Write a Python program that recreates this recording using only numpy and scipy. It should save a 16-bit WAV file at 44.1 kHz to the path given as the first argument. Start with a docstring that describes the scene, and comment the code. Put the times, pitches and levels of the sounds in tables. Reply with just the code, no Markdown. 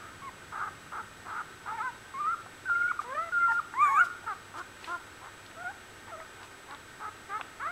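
"""A very young puppy cries close to the microphone, held in a hand over its whelping box in a small room.
Its vocal folds ring the throat in low whimpers that slide between a clear voice and a rasp, then flip up
into thin squeals and one loud scream; twice a second vibration of the folds joins in. From this close
its nose snuffles and its lips smack. Behind it are a short echo, ventilation hiss, a motor hum,
faint electronic whistles and the soft rumble of the hand."""
import sys
import numpy as np
from scipy import signal
from scipy.fft import rfft, irfft, next_fast_len
from scipy.io import wavfile
from scipy.ndimage import uniform_filter1d

SR = 44100
rng = np.random.default_rng(int(sys.argv[2]) if len(sys.argv) > 2 else 0)


def unload_audio(sound):
    """Save the sound as a 16-bit wav file, at the path given as the first command line argument."""
    columns = np.transpose(np.atleast_2d(sound))
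    # keep every value between -1 and 1, then stretch to whole-number steps
    steps = np.round(np.clip(columns, -1, 1) * 32767)
    wavfile.write(sys.argv[1], SR, steps.astype(np.int16))


N = 340011
T = np.arange(N) / SR

# Pushes of the low voice. Each row: start, crest and end in seconds, the pitch at each in Hz, crest level,
# swell before it and sag after it in dB, roughness from 0 to 1, fundamental against each overtone at
# the folds in dB, low-band and high-band share of the whimper at the crest in dB.
WHIMPERS = [ (0.0, 0.071, .12, 408, 400, 430, -49, 0, 7, 0.88, -9, -25, -12),
            (0.518, 0.626, .695, 413.3, 420, 378, -33, 10, 8.5, 0.63, -5, -12.5, -18.5),
            (0.916, 0.999, 1.022, 416, 432, 425, -35, 7, 14, 0.64, -6, -10.5, -21),
            (1.249, 1.39, 1.424, 412, 440, 414, -35, 9.5, 3.5, 0.78, -7, -11.5, -17),
            (1.656, 1.696, 1.735, 440, 416, 470, -35.5, 7.5, 6, 0.52, -12, -8, -17),
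            (1.712, 1.749, 1.774, 427, 463, 495, -39, 2, 14, .15, -17, 3, -10),
            (1.77, 1.788, 1.799, 462, 440, 410, -35, 12, 3, 0.14, -17, 2, -8),
            (1.792, 1.806, 1.842, 428, 430, 570, -30.5, 14, 10.5, 0, -15, -8.5, -15.5),
            (1.835, 1.879, 1.91, 501, 502, 437, -33, 2.5, 12, 0, -16, -3.5, -17),
            (3.039, 3.131, 3.147, 466, 548, 572, -37, 11.5, 3.5, 0.11, 6.5, -2.5, -16.5),
            (3.143, 3.153, 3.166, 570, 600, 605, -39, 5, 3, 0, 12, 0.5, -0.5),
            (3.16, 3.187, 3.3, 595, 637, 650, -29, 8, 15.5, 0.07, 11, -16.5, -15.5),
            (4.261, 4.28, 4.341, 454.5, 446, 354, -31.5, 10, 9, .2, -3.5, -10.5, -18),
            (4.536, 4.609, 4.626, 286.3, 353, 360, -38, 8, 6, 0.46, 7, -8, -20),
            (4.872, 4.948, 4.974, 311, 347, 327, -33, 7, 14, 0.16, 2.5, -7, -24),
            (5.21, 5.273, 5.293, 287, 292, 350, -47, 5, 8, 0.58, 1, -3, -12),
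            (5.56, 5.624, 5.643, 628, 730, 765, -41.5, 7.5, 4.5, .03, -6, -5, -22),
            (5.64, 5.672, 5.718, 719, 724, 880, -34, 6.5, 11.5, 0.02, 0, -7.5, -19),
            (6.066, 6.092, 6.12, 399, 430, 380, -48, 2, 0, 0.74, -7, -1.5, -6),
            (6.115, 6.136, 6.17, 706, 660, 590, -40.5, 4, 10, .05, 6, -6, -24),
            (6.165, 6.215, 6.236, 613, 650, 620, -46, 6, 7, 0.15, 4, -3.5, -14),
            (6.393, 6.43, 6.465, 408.5, 425, 410, -50.5, 4, 14, 0.84, -3, -3, -9),
            (6.683, 6.738, 6.762, 270, 282, 294, -43, 6, 10, 0.37, 11, -4.5, -10),
            (6.994, 7.051, 7.1, 397, 423, 410, -37.5, 11, 5.5, 0.44, -1, -9, -17),
            (7.289, 7.354, 7.388, 376, 425, 442, -32.5, 13, 7, 0.17, -0.5, -11.5, -13.5),
            (7.388, 7.4, 7.41, 351, 277, 295, -39.5, 9, 3, 0.33, -4, 1, -16),
            (7.596, 7.674, 7.716, 421, 656, 750, -33.5, 6.5, 9, 0.23, -5, -12.5, -11), ]
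# Response of the throat and muzzle. Each row: frequency in Hz, gain in dB.
THROAT = [(150, -53), (350, -18.5), (550, -16), (720, -12), (880, -4.5), (1080, -0.5), (1300, 10),
          (1550, 1), (1850, -13.5), (2100, -13.5), (2650, -31.5), (3800, -37), (5500, -60), (9000, -70)]
# Brief weakenings of the voice. Each row: centre in seconds, depth in dB, half length in seconds.
CATCHES = [(0.593, 2.5, .008), (0.651, 5.5, .008), (1.342, 2, .015), (2.749, 4.5, .006), (2.829, 16, .004),
           (2.875, 8, .004), (2.893, 14, 0.0033), (3.403, 2, .006), (3.567, 0, .012)]
# Spectrum of the ventilation. Each row: frequency in Hz, relative level in dB.
AIR_SPECTRUM = [(20, -5), (55, -2.5), (105, 1), (165, -4.5), (350, 0.5), (560, -3.5), (1000, -4.5),
                (1600, -3), (2400, -10), (3300, -9), (4400, -14), (6000, -17), (8400, -19.5),
                (11500, -23.5), (15000, -29.5)]
# Hollow resonances in that air. 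Each row: frequency in Hz, width in Hz, lift in dB.
AIR_PEAKS = [(890, 64, 3.5), (1300, 170, 5.5), (1530, 123, 8), (1849, 103, 7), (2164, 170, 4.5),
             (2444, 95, 6.5), (2756, 68, 5), (3820, 87, 5), (9130, 330, 4)]
# Rumble of the hand holding the puppy. Each row: time in seconds, level in dB.
HANDLING = [(1.1, -59.5), (1.8, -64.5), (3, -70), (4.4, -68), (5.1, -75)]
# Tones of a motor in the room. Each row: frequency in Hz, level in dB.
HUM_TONES = [(98.2, -66), (370, -71)]
# Thin whistles of electronics. Each row: frequency in Hz, level in dB.
WHISTLES = [(6132, -74), (7867, -64.5)]
# Calls of the high voice. Each row: start, crest and end in seconds, the pitch at each in Hz, crest level
# at the folds, swell before it and sag after it in dB, final drop as a share of the pitch.
SQUEALS = [ (0.217, 0.262, .298, 1066, 1090, 1010, -42.5, 2.5, -2.5, .09),
           (2.138, 2.161, 2.202, 1077, 1075, 1190, -37.5, 2, 1.5, 0),
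           (2.199, 2.232, 2.265, 1202, 1186, 1250, -37.5, 1, 1, 0.0093),
           (2.264, 2.278, 2.35, 1227, 1270, 1410, -36, 3, 2, .17),
           (2.654, 2.68, 2.696, 1462, 1520, 1450, -36, 2.5, -2, 0.054),
           (2.694, 2.785, 2.924, 1394, 1404, 1470, -33, -1.5, 1, 0.32),
           (2.99, 2.992, 3.004, 1252, 1247, 1230, -31.5, -6, 0.5, 0.096),
           (3.321, 3.477, 3.604, 1423, 1390, 1430, -33, 0.5, 1, 0.2), ]
# Extra tones within squeals. Each row: start and end in seconds, ratio to the squeal's pitch, level in dB.
SIDE_TONES = [(2.237, 2.34, 1.52, -52.5), (2.747, 2.767, 1.52, -45.5), (2.82, 2.836, 1.54, -43),
              (2.875, 2.913, 1.54, -44), (3.39, 3.475, 1.51, -44)]
# Clicks of lips and tongue. Each row: start in seconds, peak in dB, ring in Hz, 60 dB decay in seconds.
SMACKS = [(2.463, -36, 1098, 0.018), (2.698, -33, 1181, 0.0042), (3.016, -30.5, 1110, 0.0078),
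          (3.52, -25, 1371, 0.015), (3.739, -28.5, 1370, 0.013), (4.242, -34.5, 1130, 0.014),
          (4.843, -33, 3020, 0.028), (5.463, -37.5, 3800, 0.013), (5.514, -41, 2070, 0.0065),
          (5.716, -35.5, 1180, 0.0053), (6.203, -34, 1400, 0.011), (6.432, -38, 3400, .012),
          (6.71, -38, 3500, .01), (6.748, -38, 3730, 0.012), (7.411, -25, 1110, 0.0087),
          (7.4118, -26.5, 2460, 0.018)]
# Breaths through the nose. Each row: centre and length in seconds, level in dB, upper band edge in Hz.
SNUFFLES = [(3.022, 0.037, -53, 7000), (3.527, 0.064, -54.5, 6500), (4.053, 0.031, -48, 7000),
            (4.586, 0.044, -50, 5960), (4.878, 0.15, -50.5, 4250), (6.447, 0.04, -52, 3500)]
# A second vibration of the folds, one curve for each time it joins. Each row: time in seconds,
# pitch in Hz, level at the folds in dB, step from one harmonic to the next in dB.
UNDERTONES = [
    [(3.476, 1055, -41, -8), (3.49, 932, -30.5, 0), (3.517, 898, -27, 0), (3.53, 897, -40, -10)],
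    [(3.83, 914.2, -39, -10), (3.86, 700, -42.5, -0.5), (3.925, 918.3, -30.5, -5), (3.97, 800, -38, 2),
     (4.002, 743, -35, 7), (4.048, 681, -36, -5)],
]
# Course of the scream. Each row: time in seconds, pitch in Hz, levels of fundamental and octave in dB.
SCREAM = [(3.74, 844.4, -45, -48), (3.776, 1033, -33, -45), (3.808, 1144, -21.5, -35.5),
          (3.83, 1221, -20, -36.5), (3.894, 1097, -26.5, -38), (3.928, 1090, -28.5, -43.5),
          (3.97, 1182, -23, -40), (3.978, 1241, -22, -45), (4.0, 1384, -20, -46), (4.016, 1453, -19.5, -46),
          (4.024, 1412, -29, -64), (4.046, 1405, -42, -65)]
# Strain in the scream. Each row: time in seconds, rasp as a factor, drive on the shrill resonances in dB.
STRAIN = [(3.79, .08, -44), (3.83, 0.13, -27.5), (3.86, 1, -27.5), (4.005, 0.16, -27), (4.035, 2.4, -37)]
# High resonances that only the scream excites. Each row: frequency in Hz, width in Hz, gain in dB.
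SHRILL_RESONANCES = [(3600, 490, -29), (7080, 1900, -29.5), (8400, 370, -39), (10800, 1200, -36.5),
                     (14200, 1600, -40)]


def amp(db):
    """Decibels to gain."""
    return 10 ** (np.asarray(db) / 20)


def unit(x):
    """Scale to rms 1."""
    return x / np.sqrt(np.mean(x ** 2) + 1e-18)


def band(x, low_hz, high_hz, order=2):
    """Band-pass without delay."""
    sos = signal.butter(order, [low_hz, min(high_hz, .45 * SR)], "band", fs=SR, output="sos")
    return signal.sosfiltfilt(sos, x)


def spectrum_db(hz, points):
    """Read a spectrum of (Hz, dB) points at the given frequencies."""
    point_hz, db = np.transpose(points)
    return np.interp(np.log(hz), np.log(point_hz), db)


def colour(x, points):
    """Filter by a spectrum of (Hz, dB) points."""
    size = next_fast_len(len(x) + 2048)
    hz = np.maximum(np.fft.rfftfreq(size, 1 / SR), 1)
    return irfft(rfft(x, size) * amp(spectrum_db(hz, points)), size)[:len(x)]


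def wobble(t, rate):
    """Random wandering through rate values a second, at rms 1."""
    knots = rng.standard_normal(4096)
    return unit(np.interp((t - t[0]) * rate, np.arange(len(knots)), knots))


def steady(x, window_s=0.014):
    """Even out slow level changes and keep the fast grain."""
    return x / np.sqrt(np.abs(uniform_filter1d(x ** 2, int(window_s * SR))) + 1e-14)


def controls(rows):
    """Sample times of a call and its columns at those times."""
    times, *columns = np.transpose(rows)
    t = np.arange(int(times[0] * SR) - 64, int(times[-1] * SR) + 64) / SR
    return [t] + [np.interp(t, times, column) for column in columns]


def arch(times, pitches):
    """Sample times of a call, and a pitch that bends smoothly through its start, crest and end."""
    t = np.arange(int(times[0] * SR), int(times[-1] * SR)) / SR
    parabola = np.polyfit(np.subtract(times, t[0]), pitches, 2)
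    return t, np.polyval(parabola, t - t[0])


def add(out, t, sound):
    """Mix a sound in at its times, with soft ends."""
    inside = (t >= 0) & (t < (N - 1) / SR)
    ends = signal.windows.tukey(len(t), min(256 / len(t), 1))
    out[np.round(t[inside] * SR).astype(int)] += (sound * ends)[inside]


def partials(phase, levels_db):
    """Harmonics of a phase at the given rms levels."""
    return np.sqrt(2) * sum(amp(db) * np.sin(k * phase) for k, db in enumerate(levels_db, 1))


def folds(t, hz, jitter, rate):
    """Phase of vocal folds whose period wanders."""
    return 2 * np.pi * np.cumsum(hz * (1 + jitter * wobble(t, rate))) / SR


def catches(t):
    """How many dB the voice loses to its brief catches."""
    return sum(depth * np.exp(-((t - centre) / width) ** 2) for centre, depth, width in CATCHES)


def low_voice(t, hz, rough, fundamental_db, low_db, high_db):
    """Uneven fold pulses and puffs of air ring the throat; the tone shifts between three bands."""
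    phase = folds(t, hz, jitter=0.0072 + 0.1445 * rough ** 1.29, rate=450)
    pulses = unit(amp(fundamental_db) * np.cos(phase) + sum(np.cos(k * phase) for k in range(2, 21)))
    pulses *= amp(3.3 * rough * wobble(t, rate=180))
    puffs = (1 + 0.85 * np.cos(phase)) * rng.standard_normal(len(t))
    voice = colour(pulses + 1.7 * rough ** 1.7 * puffs, THROAT)
    low = steady(band(voice, 250, 1080, order=6))
    middle = steady(band(voice, 1080, 1700, order=6))
    high = steady(band(voice, 1700, 9000, order=6))
    # Where the outer shares are large, the middle band briefly drops out, leaving a hollow tone.
    middle_share = np.sqrt(np.clip(1 - amp(low_db) ** 2 - amp(high_db) ** 2, .03, 1))
    return amp(low_db) * low + middle_share * middle + amp(high_db) * high


def whimpers(attack_s=0.006, release_s=0.0073, hoarse_onset=0.36, shake_db=0.6):
    """Each push swells and sags, hoarse at first and clearer later; a rough one also shakes in strength."""
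    out = np.zeros(N)
    main_resonance = signal.iirpeak(1300, 3.5, fs=SR)
    for row in WHIMPERS:
        start, crest, end = row[:3]
        db, swell_db, sag_db, rough, fundamental_db, low_db, high_db = row[6:]
        t, hz = arch(row[:3], row[3:6])
        effort_db = np.interp(t, [start, crest, end], [-swell_db, 0, -sag_db])
        hoarse = np.clip(rough * np.interp(t, [start, end], [1 + hoarse_onset, 1 - hoarse_onset]), 0, 1)
        gate = np.clip(np.minimum((t - start) / attack_s, (end - t) / release_s), 0, 1)
        level_db = db + effort_db - catches(t) + shake_db * hoarse * wobble(t, rate=58.4)
        low_db = np.minimum(low_db - 0.88 * effort_db, 1)  # a weak voice leans to the outer bands
        high_db = high_db - 0.5 * effort_db
        cry = amp(level_db) * low_voice(t, hz, hoarse, fundamental_db, low_db, high_db)
        # All-pass: the main resonance holds each pulse a little longer than its neighbours do.
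        held = 2 * signal.lfilter(*main_resonance, cry) - cry
        add(out, t, gate * held)
    return out


def room(x, t60_s=0.54, wet_db=-16, gap_s=.003, ring_db=4, ring_hz=1330):
    """Behind the close sound, scattered echoes off the box walls thicken into a short, ringing tail."""
    age = np.arange(SR // 2) / SR
    density = 0.025 + 4 * age
    echoes = rng.standard_normal(len(age)) * (rng.random(len(age)) < density) / np.sqrt(density)
    tail = echoes * amp(-60 * age / t60_s) * (age > gap_s)
    tail /= np.sqrt(np.sum(tail ** 2))
    ring = signal.lfilter(*signal.iirpeak(ring_hz, 3, fs=SR), tail)
    return x + amp(wet_db) * signal.fftconvolve(x, tail + (amp(ring_db) - 1) * ring)[:N]


def hand_rumble():
    """The hand that holds the puppy rumbles softly near the microphone."""
    rumble = band(rng.standard_normal(N + 2 * SR), 66, 230)[SR:-SR]
    return amp(np.interp(T, *np.transpose(HANDLING))) * unit(rumble)


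def motor_hum():
    """A motor in the room hums on two slightly unsteady tones."""
    return sum(partials(2 * np.pi * hz * T + 0.23 * wobble(T, rate=11), [db]) for hz, db in HUM_TONES)


def ventilation(level_db=-49.8):
    """Room tone: a steady hiss of air, hollow with many small resonances."""
    hz = np.geomspace(20, 16000, 800)
    peaks_db = sum(lift / (1 + (2 * (hz - centre) / width) ** 4) for centre, width, lift in AIR_PEAKS)
    spectrum = np.column_stack([hz, spectrum_db(hz, AIR_SPECTRUM) + peaks_db])
    return amp(level_db) * unit(colour(rng.standard_normal(N), spectrum))


def electronic_whistles(flips_per_s=30):
    """Electronics give off faint, high tones whose phase flips at a steady rate."""
    flips = np.pi * uniform_filter1d(np.floor(flips_per_s * T), 64)
    return sum(partials(2 * np.pi * hz * T + flips, [db]) for hz, db in WHISTLES)


def high_voice(t, hz, db, tremble_db=0.87):
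    """Tight folds give an almost pure, trembling tone, loudest on the throat's main resonance."""
    phase = folds(t, hz, jitter=0.0066, rate=450)
    octave_db = db + 3 - 7 * np.log2(hz / 1000)  # the overtone fades as the pitch climbs
    tone = partials(phase, [db + spectrum_db(hz, THROAT), octave_db + spectrum_db(2 * hz, THROAT)])
    return tone * amp(tremble_db * wobble(t, rate=82))


def squeals(attack_s=0.0032, overshoot=0.041, flip_s=0.0089, drop_s=0.0091, quaver=0.0033):
    """The pitch overshoots as the voice flips up, then bends, quavers and drops as the folds let go."""
    out = np.zeros(N)
    for row in SQUEALS:
        db, swell_db, sag_db, drop = row[6:]
        t, hz = arch(row[:3], row[3:6])
        age, left = t - t[0], t[-1] - t
        bend = overshoot * np.exp(-age / flip_s) - drop * np.exp(-(left / drop_s) ** 2)
        hz = hz * (1 + bend + quaver * wobble(t, rate=36.6))
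        effort_db = np.interp(t, row[:3], [-swell_db, 0, -sag_db]) - catches(t)
        attack = np.minimum(age / attack_s, 1)
        add(out, t, attack * high_voice(t, hz, db + effort_db) + side_tones(t, hz))
    return out


def side_tones(t, hz):
    """As alternate cycles of a squeal grow unequal, a tone swells at about 1.5 times its pitch."""
    out = np.zeros(len(t))
    for start, end, ratio, db in SIDE_TONES:
        swell = np.sin(np.pi * np.clip((t - start) / (end - start), 0, 1))
        out += swell * partials(folds(t, ratio * hz, jitter=0.0059, rate=140), [db])
    return out


def lip_smacks():
    """Lips and tongue make wet clicks, each a fast-dying burst in a band of its own."""
    out = np.zeros(N)
    age = np.arange(-512, 2048) / SR
    for start, db, hz, decay_s in SMACKS:
        burst = rng.standard_normal(len(age)) * (age >= 0) * amp(-60 * np.abs(age) / decay_s)
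        click = band(burst, hz * .6, hz * 1.45, order=4)
        add(out, start + age, amp(db) * click / np.abs(click).max())
    return out


def snuffles():
    """Air hisses through the nose in short breaths."""
    out = np.zeros(N)
    for centre, length, db, top_hz in SNUFFLES:
        swell = np.exp(-2 * (1.46 * (T - centre) / length) ** 2)
        hiss = unit(band(rng.standard_normal(N), 0.057 * top_hz, top_hz, order=1))
        out += amp(db) * swell * hiss
    return out


def undertones(shudder_db=1.4):
    """A second, looser vibration of the folds shudders beneath the high voice, through the same throat."""
    out = np.zeros(N)
    for curve in UNDERTONES:
        t, hz, db, tilt_db = controls(curve)
        levels_db = [db + tilt_db * k + spectrum_db((k + 1) * hz, THROAT) for k in range(3)]
        tone = partials(folds(t, hz, jitter=0.013, rate=400), levels_db)
        add(out, t, tone * amp(shudder_db * wobble(t, rate=200)))
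    return out


def shrill_db(hz):
    """An overtone flares as it glides through a high resonance and is dark in between."""
    gain = sum(amp(db) / (1 + ((hz - centre) / width) ** 2) ** 3 for centre, width, db in SHRILL_RESONANCES)
    return 20 * np.log10(1e-4 + gain)


def scream(flicker_db=3):
    """Pressed hard, the folds slap shut and excite shrill resonances; strain makes them flutter and rasp."""
    out = np.zeros(N)
    t, hz, db, octave_db = controls(SCREAM)
    phase = folds(t, hz, jitter=0.0048, rate=146.4)
    times, *columns = np.transpose(STRAIN)
    strain, drive_db = (np.interp(t, times, column) for column in columns)
    overtones_db = [drive_db + shrill_db(k * hz) + flicker_db * wobble(t, rate=72.7) for k in range(3, 15)]
    rasp = strain * amp(db - 19) * unit(band(rng.standard_normal(len(t)), 1300, 1950))
    flutter = 1 + 0.039 * strain * wobble(t, rate=1200)
    add(out, t, partials(phase, [db, octave_db] + overtones_db) * flutter + rasp)
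    return out


def scene():
    """One microphone close to the puppy, with the echo and the room tone well behind it."""
    puppy = snuffles() + lip_smacks() + whimpers() + squeals() + scream() + undertones()
    return (room(puppy) + hand_rumble() + motor_hum() + ventilation() + electronic_whistles())[None]


def record(dry):
    """The recorder cuts the top steeply at 15750 Hz."""
    return signal.sosfiltfilt(signal.ellip(10, .1, 60, 15750, fs=SR, output="sos"), dry)


dry = scene()
out = record(dry)
unload_audio(out)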